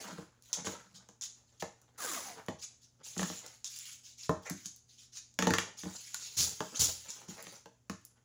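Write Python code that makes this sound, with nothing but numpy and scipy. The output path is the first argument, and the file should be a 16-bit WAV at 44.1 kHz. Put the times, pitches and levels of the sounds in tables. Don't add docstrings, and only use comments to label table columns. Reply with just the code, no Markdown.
import sys
import numpy as np
from scipy import signal
from scipy.fft import rfft, irfft, next_fast_len
from scipy.io import wavfile
from scipy.ndimage import uniform_filter1d, map_coordinates

SR = 44100
rng = np.random.default_rng(int(sys.argv[2]) if len(sys.argv) > 2 else 0)


def waveform_to_disk(signal):
    frames = np.transpose(np.atleast_2d(signal))
    scaled = np.clip(frames, -1, 1) * 32767
    samples = np.round(scaled).astype(np.int16)
    wavfile.write(sys.argv[1], SR, samples)


N = 363384


# frequency in Hz, level in dB.
GLUE_TONE = [(90, -25), (230, 3.5), (700, 6), (1400, 8.5), (2500, -0.5), (6000, 1.5), (10000, 8.5),
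             (16000, 5.5)]
# start and length in seconds, first and last pitch in Hz,
# level in dB.
TAPE_SQUEAKS = [(1.974, 0.13, 950, 350, -49.5), (1.978, 0.047, 1450, 1060, -47),
                (2.005, 0.061, 1785, 1473, -47.5), (2.058, .15, 412, 204, -52.5),
                (2.066, 0.063, 1317, 1025, -45), (2.133, 0.093, 895, 455, -53),
                (2.151, .07, 1477, 858, -47), (2.139, 0.051, 2140, 1930, -51),
                (2.238, 0.117, 856, 648, -54.5), (2.326, 0.082, 492, 412, -57.5)]
def tape_peel():
    out, t = np.zeros(N), np.arange(SR // 2) / SR
    crackle = clumps(GLUE_TONE, len(t), rate=7000, spread_db=1, clump_rate=260, clump_db=1.4)
    pull = effort(t, attack=0.026, hold=0.17, t60=0.58)
    add(out, 1.975, amp(-33.5) * pull * crackle)
    for start, length, first_hz, last_hz, db in TAPE_SQUEAKS:
        size = int(length * SR)
        pitch = np.geomspace(first_hz, last_hz, size) * (1 + 0.02 * wobble(410, size))
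        swell = signal.windows.tukey(size, 0.7) * amp(3 * wobble(150, size))
        squeak = np.sin(2 * np.pi * np.cumsum(pitch) / SR)
        add(out, start, amp(db) * unit(swell * squeak))
    return out


# frequency in Hz, level in dB.
RIP_TONE = [(150, 2), (600, -18.5), (2000, -15.5), (3200, -9.5), (4500, -1), (7000, -2), (10000, -2.5),
            (16000, -3)]
# start in seconds, level in dB, hold and t60 in seconds, table tug in dB.
TAPE_PULLS = [(6.367, -23.5, 0.056, 0.33, -41), (6.791, -20, .025, 0.37, -35.5)]
def tape_rips():
    out, t = np.zeros(N), np.arange(SR // 2) / SR
    for start, db, hold, t60, tug_db in TAPE_PULLS:
        spray = unit(coloured(grains(9000, 0.83, len(t)), RIP_TONE))
        tug = unit_hit(np.sin(2 * np.pi * 83 * t) * t * fade(t, 0.26))
        add(out, start, amp(db) * effort(t, 0.0088, hold, t60) * spray + amp(tug_db) * tug)
    return out


# frequency in Hz, level in dB.
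CRINKLE_TONE = [(100, -44.5), (700, -22.5), (1200, -7), (2200, 2.5), (4000, 5.5), (6500, 7), (10000, 5.5),
                (16000, 4.5)]
# start and hold in seconds, level in dB.
CRINKLE_MOVES = [(0.0, 0.041, -44.5), (0.07, 0.14, -57.5), (0.43, 0.12, -61), (0.66, 0.068, -49.5),
                 (0.78, 0.15, -72), (1.35, 0.036, -71), (2.06, 0.24, -47), (3.05, 0.13, -49),
                 (3.19, 0.19, -45.5), (3.44, 0.12, -59.5), (3.69, 0.24, -47), (4.03, 0.04, -58.5),
                 (4.42, 0.24, -56.5), (5.77, 0.59, -51), (6.45, 0.28, -51.5), (6.88, 0.33, -53),
                 (7.28, 0.28, -54), (7.99, 0.054, -75)]
def petal_crinkle():
    motion = movements(CRINKLE_MOVES, attack=0.0051, t60=0.22, rest_db=-87.5)
    return motion * clumps(CRINKLE_TONE, N, rate=6000, spread_db=2, clump_rate=76, clump_db=1.5)


# frequency in Hz, level in dB.
FABRIC_TONE = [(100, -46.5), (700, -27.5), (1200, -16.5), (2200, -10.5), (4000, -2), (6500, -0.5),
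               (10000, -7), (16000, -12)]
# start and length in seconds, level in dB.
FABRIC_STROKES = [(0.53, 0.023, -40.5), (0.645, 0.039, -40.5), (0.94, 0.048, -55), (1.212, 0.058, -45),
                  (1.46, 0.27, -75), (1.596, 0.023, -46.5), (2.585, 0.033, -58.5), (2.612, 0.045, -46.5),
                  (2.81, 0.055, -63.5), (3.031, 0.063, -50), (3.175, 0.051, -45.5), (3.641, 0.044, -45.5),
                  (4.03, 0.12, -57.5), (4.173, 0.061, -53), (4.22, 0.055, -49.5), (4.45, 0.036, -52.5),
                  (4.64, 0.034, -52), (4.878, 0.11, -65), (4.975, 0.093, -59), (5.12, 0.042, -57.5),
                  (5.148, 0.05, -47.5), (5.768, 0.063, -50), (5.945, 0.028, -48), (6.2, 0.096, -48.5),
                  (6.745, .045, -41), (7.08, 0.036, -45.5), (7.278, 0.044, -53)]
def fabric_brushes():
    return strokes(FABRIC_STROKES, FABRIC_TONE, rate=14000, rise=0.014)


# frequency in Hz, level in dB.
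SNAP_TONE = [(200, -50), (900, -13.5), (2000, -18), (4000, -5), (6500, 3), (10000, -7.5), (16000, -14)]
GLINT_TONE = [(2000, -40), (6000, -15), (9000, -0.5), (12000, 3.5), (16000, 1.5)]
def snap(crack_db, shiver_db, glint_db):
    t = np.arange(SR // 5) / SR
    crack = burst(t, 0.0083, SNAP_TONE)
    shiver = unit_hit(coloured(grains(5000, 2.1, len(t)) * fade(t, 0.2), SNAP_TONE))
    glint = burst(t, 0.011, GLINT_TONE)
    return amp(crack_db) * crack + amp(shiver_db) * shiver + amp(glint_db) * glint


# start in seconds, crack and glint levels in dB.
EDGE_FLICKS = [(0.4235, -69, -60.5), (0.5301, -37, -43.5), (0.5373, -43, -54), (1.0883, -64, -67),
               (1.2115, -50.5, -66), (1.221, -48, -66), (1.2373, -49.5, -68), (1.8161, -71, -64),
               (2.463, -67, -58), (3.1789, -44, -52), (3.463, -53, -49), (3.6445, -44.5, -55),
               (3.762, -54.5, -50), (3.788, -54.5, -43), (4.4981, -45, -35.5), (4.6581, -45, -45.5),
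               (4.762, -64.5, -54.5), (5.3407, -69.5, -76), (6.1444, -43, -37), (6.796, -43, -43.5),
               (7.1037, -46.5, -55.5), (7.426, -59.5, -45), (7.4412, -66, -55), (8.051, -66, -46)]
def edge_snaps():
    out = np.zeros(N)
    for start, crack_db, glint_db in EDGE_FLICKS:
        add(out, start, snap(crack_db, crack_db - 3, glint_db))
    for start, _, _, click_db in TABLE_HITS:
        add(out, start + 0.001, amp(click_db) * snap(crack_db=-11, shiver_db=-9, glint_db=-6.5))
    return out


# frequency in Hz, relative level in dB, t60 in seconds.
THUD_MODES = [(79.5, -18.5, 0.19), (97, -16, 0.28), (170.7, -2.5, 0.12), (189.2, -0.5, .14),
              (235.4, 0, 0.041), (255, -8, .09), (302.2, -6, .13), (347.8, -12, 0.16)]
CLACK_MODES = [(458.8, 5, 0.1), (567, 0.5, 0.061), (627, -6.5, 0.2), (676, -14, 0.11), (817.5, -6.5, 0.15),
               (890, -5, 0.12), (1042, -13, 0.15), (1100, -25.5, 0.066)]
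TOOL_MODES = [(1430, -18.5, 0.071), (1444, -1.5, 0.037), (1717, 11.5, 0.019), (1733, -7.5, 0.037),
              (2120, -6.5, 0.035), (2880, -14, 0.013), (3460, -19.5, 0.06)]
# start in seconds, thud, clack and click levels in dB.
TABLE_HITS = [(0.182, -39.5, -48.5, -68), (0.645, -48, -51, -55.5), (0.669, -34, -41, -48.5),
              (1.088, -56.5, -58.5, -69), (1.6228, -38, -36, -44.5), (2.483, -32, -37.5, -48),
              (3.165, -36, -48, -56), (3.193, -43, -41.5, -44), (3.216, -40, -40.5, -50.5),
              (3.229, -42, -52, -39), (3.299, -39.5, -45.5, -52), (4.2923, -21.5, -25, -44.5),
              (4.504, -33, -56, -58.5), (4.654, -51.5, -83, -65.5), (5.388, -31, -36.5, -33),
              (5.423, -30.5, -34.5, -35), (5.453, -39, -48, -49), (5.469, -22, -25.5, -34),
              (5.505, -24.5, -45.5, -38), (5.536, -32.5, -37, -32), (5.583, -34, -44.5, -32),
              (5.833, -38, -52, -53), (5.855, -36, -48, -62), (6.144, -65, -81, -51),
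              (6.604, -36, -34.5, -44.5), (7.284, -41, -59, -66), (7.467, -51.5, -54, -54),
              (7.657, -55.5, -54, -61.5), (7.896, -34, -47, -45)]
def table_knocks():
    out, t = np.zeros(N), np.arange(SR // 4) / SR
    push_tone = [(60, -52.5), (200, -8), (500, -3), (1100, 0), (1500, -16.5), (2300, -28.5), (8000, -50)]
    shudder_tone = [(150, -27.5), (450, 8), (1050, -1.5), (1450, -20.5), (2300, -28.5), (8000, -48.5)]
    tick_tone = [(400, -26.5), (1300, 10), (1800, 0.5), (2400, 1.5), (3500, -0.5), (7000, -15),
                 (16000, -21.5)]
    push = unit_hit(coloured(signal.unit_impulse(len(t)), push_tone))
    for start, thud_db, clack_db, click_db in TABLE_HITS:
        thud = ring(THUD_MODES, t, detune=0.0082) * (1 - np.exp(-t / 0.0022))
        shudder = burst(t, 0.09, shudder_tone)
        clack = 0.55 * push + 0.89 * ring(CLACK_MODES, t, detune=0.0059) + 0.29 * shudder
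        click = 0.77 * ring(TOOL_MODES, t, detune=0.045) + burst(t, 0.014, tick_tone)
        add(out, start + 0.001, amp(click_db) * click)
        add(out, start + 0.002, amp(thud_db) * thud + amp(clack_db) * clack)
    return out


# frequency in Hz, level in dB.
RUB_TONE = [(40, -23), (85, -6), (130, 1), (185, 3), (260, 2), (380, 0), (470, 4.5), (700, -2.5),
            (860, 3.5), (1100, -4), (1350, -1), (2200, -11), (5000, -17), (16000, -53)]
# start and hold in seconds, level in dB.
RUB_MOVES = [(0.0, 0.19, -49), (0.52, 0.085, -52), (0.66, 0.094, -50.5), (0.8, 0.23, -68.5),
             (1.23, 0.82, -78.5), (2.18, 0.2, -52), (2.99, 0.18, -64), (3.31, 0.13, -58),
             (5.6, 0.043, -48.5), (5.86, 0.025, -49.5), (6.14, 0.37, -72), (6.37, 0.18, -60),
             (6.7, 0.13, -54), (6.79, 0.085, -52), (7.04, 0.25, -60), (7.3, 0.16, -56.5), (7.5, 0.066, -65)]
def mat_rubs():
    motion = movements(RUB_MOVES, attack=0.005, t60=0.25, rest_db=-82.5)
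    return motion * clumps(RUB_TONE, N, rate=1200, spread_db=1.2, clump_rate=45, clump_db=3.6)


# frequency in Hz, level in dB.
SCRAPE_TONE = [(150, -74), (450, 17.5), (850, 9), (1350, 7.5), (2200, 6.5), (5000, -37), (16000, -36)]
# start and length in seconds, level in dB.
SCRAPE_STROKES = [(0.0, 0.092, -50.5), (0.485, 0.064, -66.5), (0.565, 0.046, -50.5), (0.652, 0.029, -42.5),
                  (3.43, 0.049, -55), (3.52, 0.04, -66), (4.449, 0.06, -43.5), (7.375, 0.048, -52.5)]
def plastic_scrapes():
    return strokes(SCRAPE_STROKES, SCRAPE_TONE, rate=1700, rise=0.017)


# frequency in Hz, level in dB.
PRESS_TONE = [(50, -27), (120, -40), (160, 0.5), (185, 16.5), (230, -9), (350, -12), (700, -44),
              (3000, -47)]
# start and length in seconds, level in dB.
PRESS_STROKES = [(0.04, 0.041, -49), (0.11, 0.063, -46), (0.56, 0.087, -48), (0.85, 0.16, -62),
                 (2.05, 0.16, -64), (3.18, 0.083, -30.5)]
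def hand_presses():
    return strokes(PRESS_STROKES, PRESS_TONE, rate=3000, rise=0.013)


# frequency in Hz, t60 in seconds.
ROOM_DECAY = [(100, 0.25), (500, 0.25), (2000, 0.38), (6500, 0.42), (10000, .36), (16000, 0.032)]
def room(x, early_db, early_t60, frame=256, sections=36):
    out = np.zeros(N)
    edges = np.linspace(0, N, sections + 1).astype(int)
    for start, end in zip(edges[:-1], edges[1:]):
        hz, t, noise = signal.stft(rng.standard_normal(SR // 2), SR, nperseg=frame)
        decay = fade(t, along(ROOM_DECAY, hz)[:, None]) + amp(early_db) * fade(t, early_t60)
        tail = signal.istft(noise * decay, SR, nperseg=frame)[1]
        add(out, start / SR + 0.002, signal.fftconvolve(x[start:end], tail / np.linalg.norm(tail)))
    return out


# frequency in Hz, level in dB.
HUM_PARTIALS = [(120, -67), (240, -78.5)]
AIR_TONE = [(20, 1.5), (50, 9.5), (80, 8.5), (150, 2), (300, -5.5), (600, -12.5), (1500, -21.5),
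            (4000, -26.5), (6500, -21.5), (16000, -24)]
def room_tone():
    t = np.arange(N) / SR
    hum = sum(amp(db) * unit(np.sin(2 * np.pi * hz * t + 0.15 * wobble(4, N))) for hz, db in HUM_PARTIALS)
    return hum + amp(-67.5) * unit(coloured(rng.standard_normal(N), AIR_TONE))


def grains(rate, spread_db, size):
    strength = amp(spread_db * np.minimum(rng.exponential(size=size), 4))
    return unit((rng.random(size) < rate / SR) * strength * rng.standard_normal(size))


def clumps(tone, size, rate, spread_db, clump_rate, clump_db):
    crackle = grains(rate, spread_db, size) * amp(clump_db * wobble(clump_rate, size))
    return unit(coloured(crackle, tone))


def strokes(rows, tone, rate, rise):
    out = np.zeros(N)
    for start, length, db in rows:
        t = np.arange(int(length * SR)) / SR
        pressure = (1 - np.exp(-t / rise)) * np.sqrt(1 - t / length)
        friction = coloured(grains(rate, 1.5, len(t)), tone)
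        add(out, start, amp(db) * unit(pressure * friction))
    return out


def effort(t, attack, hold, t60):
    return (1 - np.exp(-t / attack)) * fade(np.maximum(t - hold, 0), t60)


def movements(rows, attack, t60, rest_db, fidget_db=5.5):
    out, t = amp(rest_db + fidget_db * wobble(7, N)), np.arange(SR) / SR
    for start, hold, db in rows:
        add(out, start, amp(db) * effort(t, attack, hold, t60))
    return out


def flexed(x, depth_db, frame=256):
    bands = signal.stft(x, nperseg=frame)[2]
    drift = uniform_filter1d(rng.standard_normal(bands.shape), size=4, axis=0)
    drift = uniform_filter1d(drift, size=6, axis=1)
    gain = unit(amp(depth_db * np.clip(unit(drift), -2, 2)))
    return signal.istft(bands * gain, nperseg=frame)[1][:N]


def ring(modes, t, detune):
    hz, db, t60 = np.transpose(modes)[:, :, None]
    strength = amp(db + 0.92 * rng.standard_normal(hz.shape)) * rng.choice([-1, 1], hz.shape)
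    pitch = hz * (1 + detune * rng.standard_normal(hz.shape))
    return unit_hit(np.sum(strength * fade(t, t60) * np.sin(2 * np.pi * pitch * t), axis=0))


def burst(t, t60, tone):
    return unit_hit(coloured(rng.standard_normal(len(t)) * fade(t, t60), tone))


def coloured(x, tone, size=4096):
    gain = amp(along(tone, np.fft.rfftfreq(size, 1 / SR)))
    cepstrum = irfft(np.log(gain))
    cepstrum[1:size // 2] *= 2
    cepstrum[size // 2 + 1:] = 0
    impulse = irfft(np.exp(rfft(cepstrum)))
    return signal.fftconvolve(x, impulse)[:len(x)]


def along(points, hz):
    point_hz, values = np.transpose(points)
    return np.interp(np.log(hz + 1), np.log(np.sort(point_hz)), values)


def wobble(rate, size):
    knots = rng.standard_normal(int(size * rate / SR) + 4)
    return map_coordinates(knots, [np.arange(size) * rate / SR])


def fade(t, t60):
    return np.exp(-np.log(1000) * t / t60)


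def amp(db):
    return 10 ** (np.asarray(db) / 20)


def unit(x):
    return x / np.sqrt(np.mean(x ** 2) + 1e-20)


def unit_hit(x):
    return x / np.sqrt(np.sum(x ** 2) / (0.03 * SR) + 1e-20)


def add(track, seconds, sound):
    start = max(0, round(seconds * SR))
    track[start:start + len(sound)] += sound[:max(0, N - start)]


def scene():
    knocks, snaps = table_knocks(), edge_snaps()
    tape = flexed(tape_peel() + tape_rips(), depth_db=2)
    handling = fabric_brushes() + plastic_scrapes() + hand_presses() + petal_crinkle() + mat_rubs()
    rustle = flexed(handling, depth_db=4)
    table_echo = room(amp(-5) * knocks, early_db=-4, early_t60=0.17)
    reverb_send = amp(-11.5) * tape + amp(-4) * rustle + amp(-6) * snaps
    walls = room(reverb_send, early_db=-9, early_t60=0.12)
    return (tape + rustle + snaps + knocks + table_echo + walls + room_tone())[None]


# frequency in Hz, gain in dB.
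MIC_RESPONSE = [(20, -25), (45, -14), (75, -8), (3500, -2), (5200, -1.5), (6900, 4), (7500, -1),
                (8200, -11.5), (9000, -11.5), (10200, -5.5), (11500, -13), (13600, -19), (15200, -3.5),
                (16000, -17.5)]
def record(dry):
    x = coloured(dry[0], MIC_RESPONSE)
    size = next_fast_len(N + SR // 2)
    passband = np.fft.rfftfreq(size, 1 / SR) < 16100
    return irfft(rfft(x, size) * passband, size)[None, :N]


dry = scene()
out = record(dry)
waveform_to_disk(out)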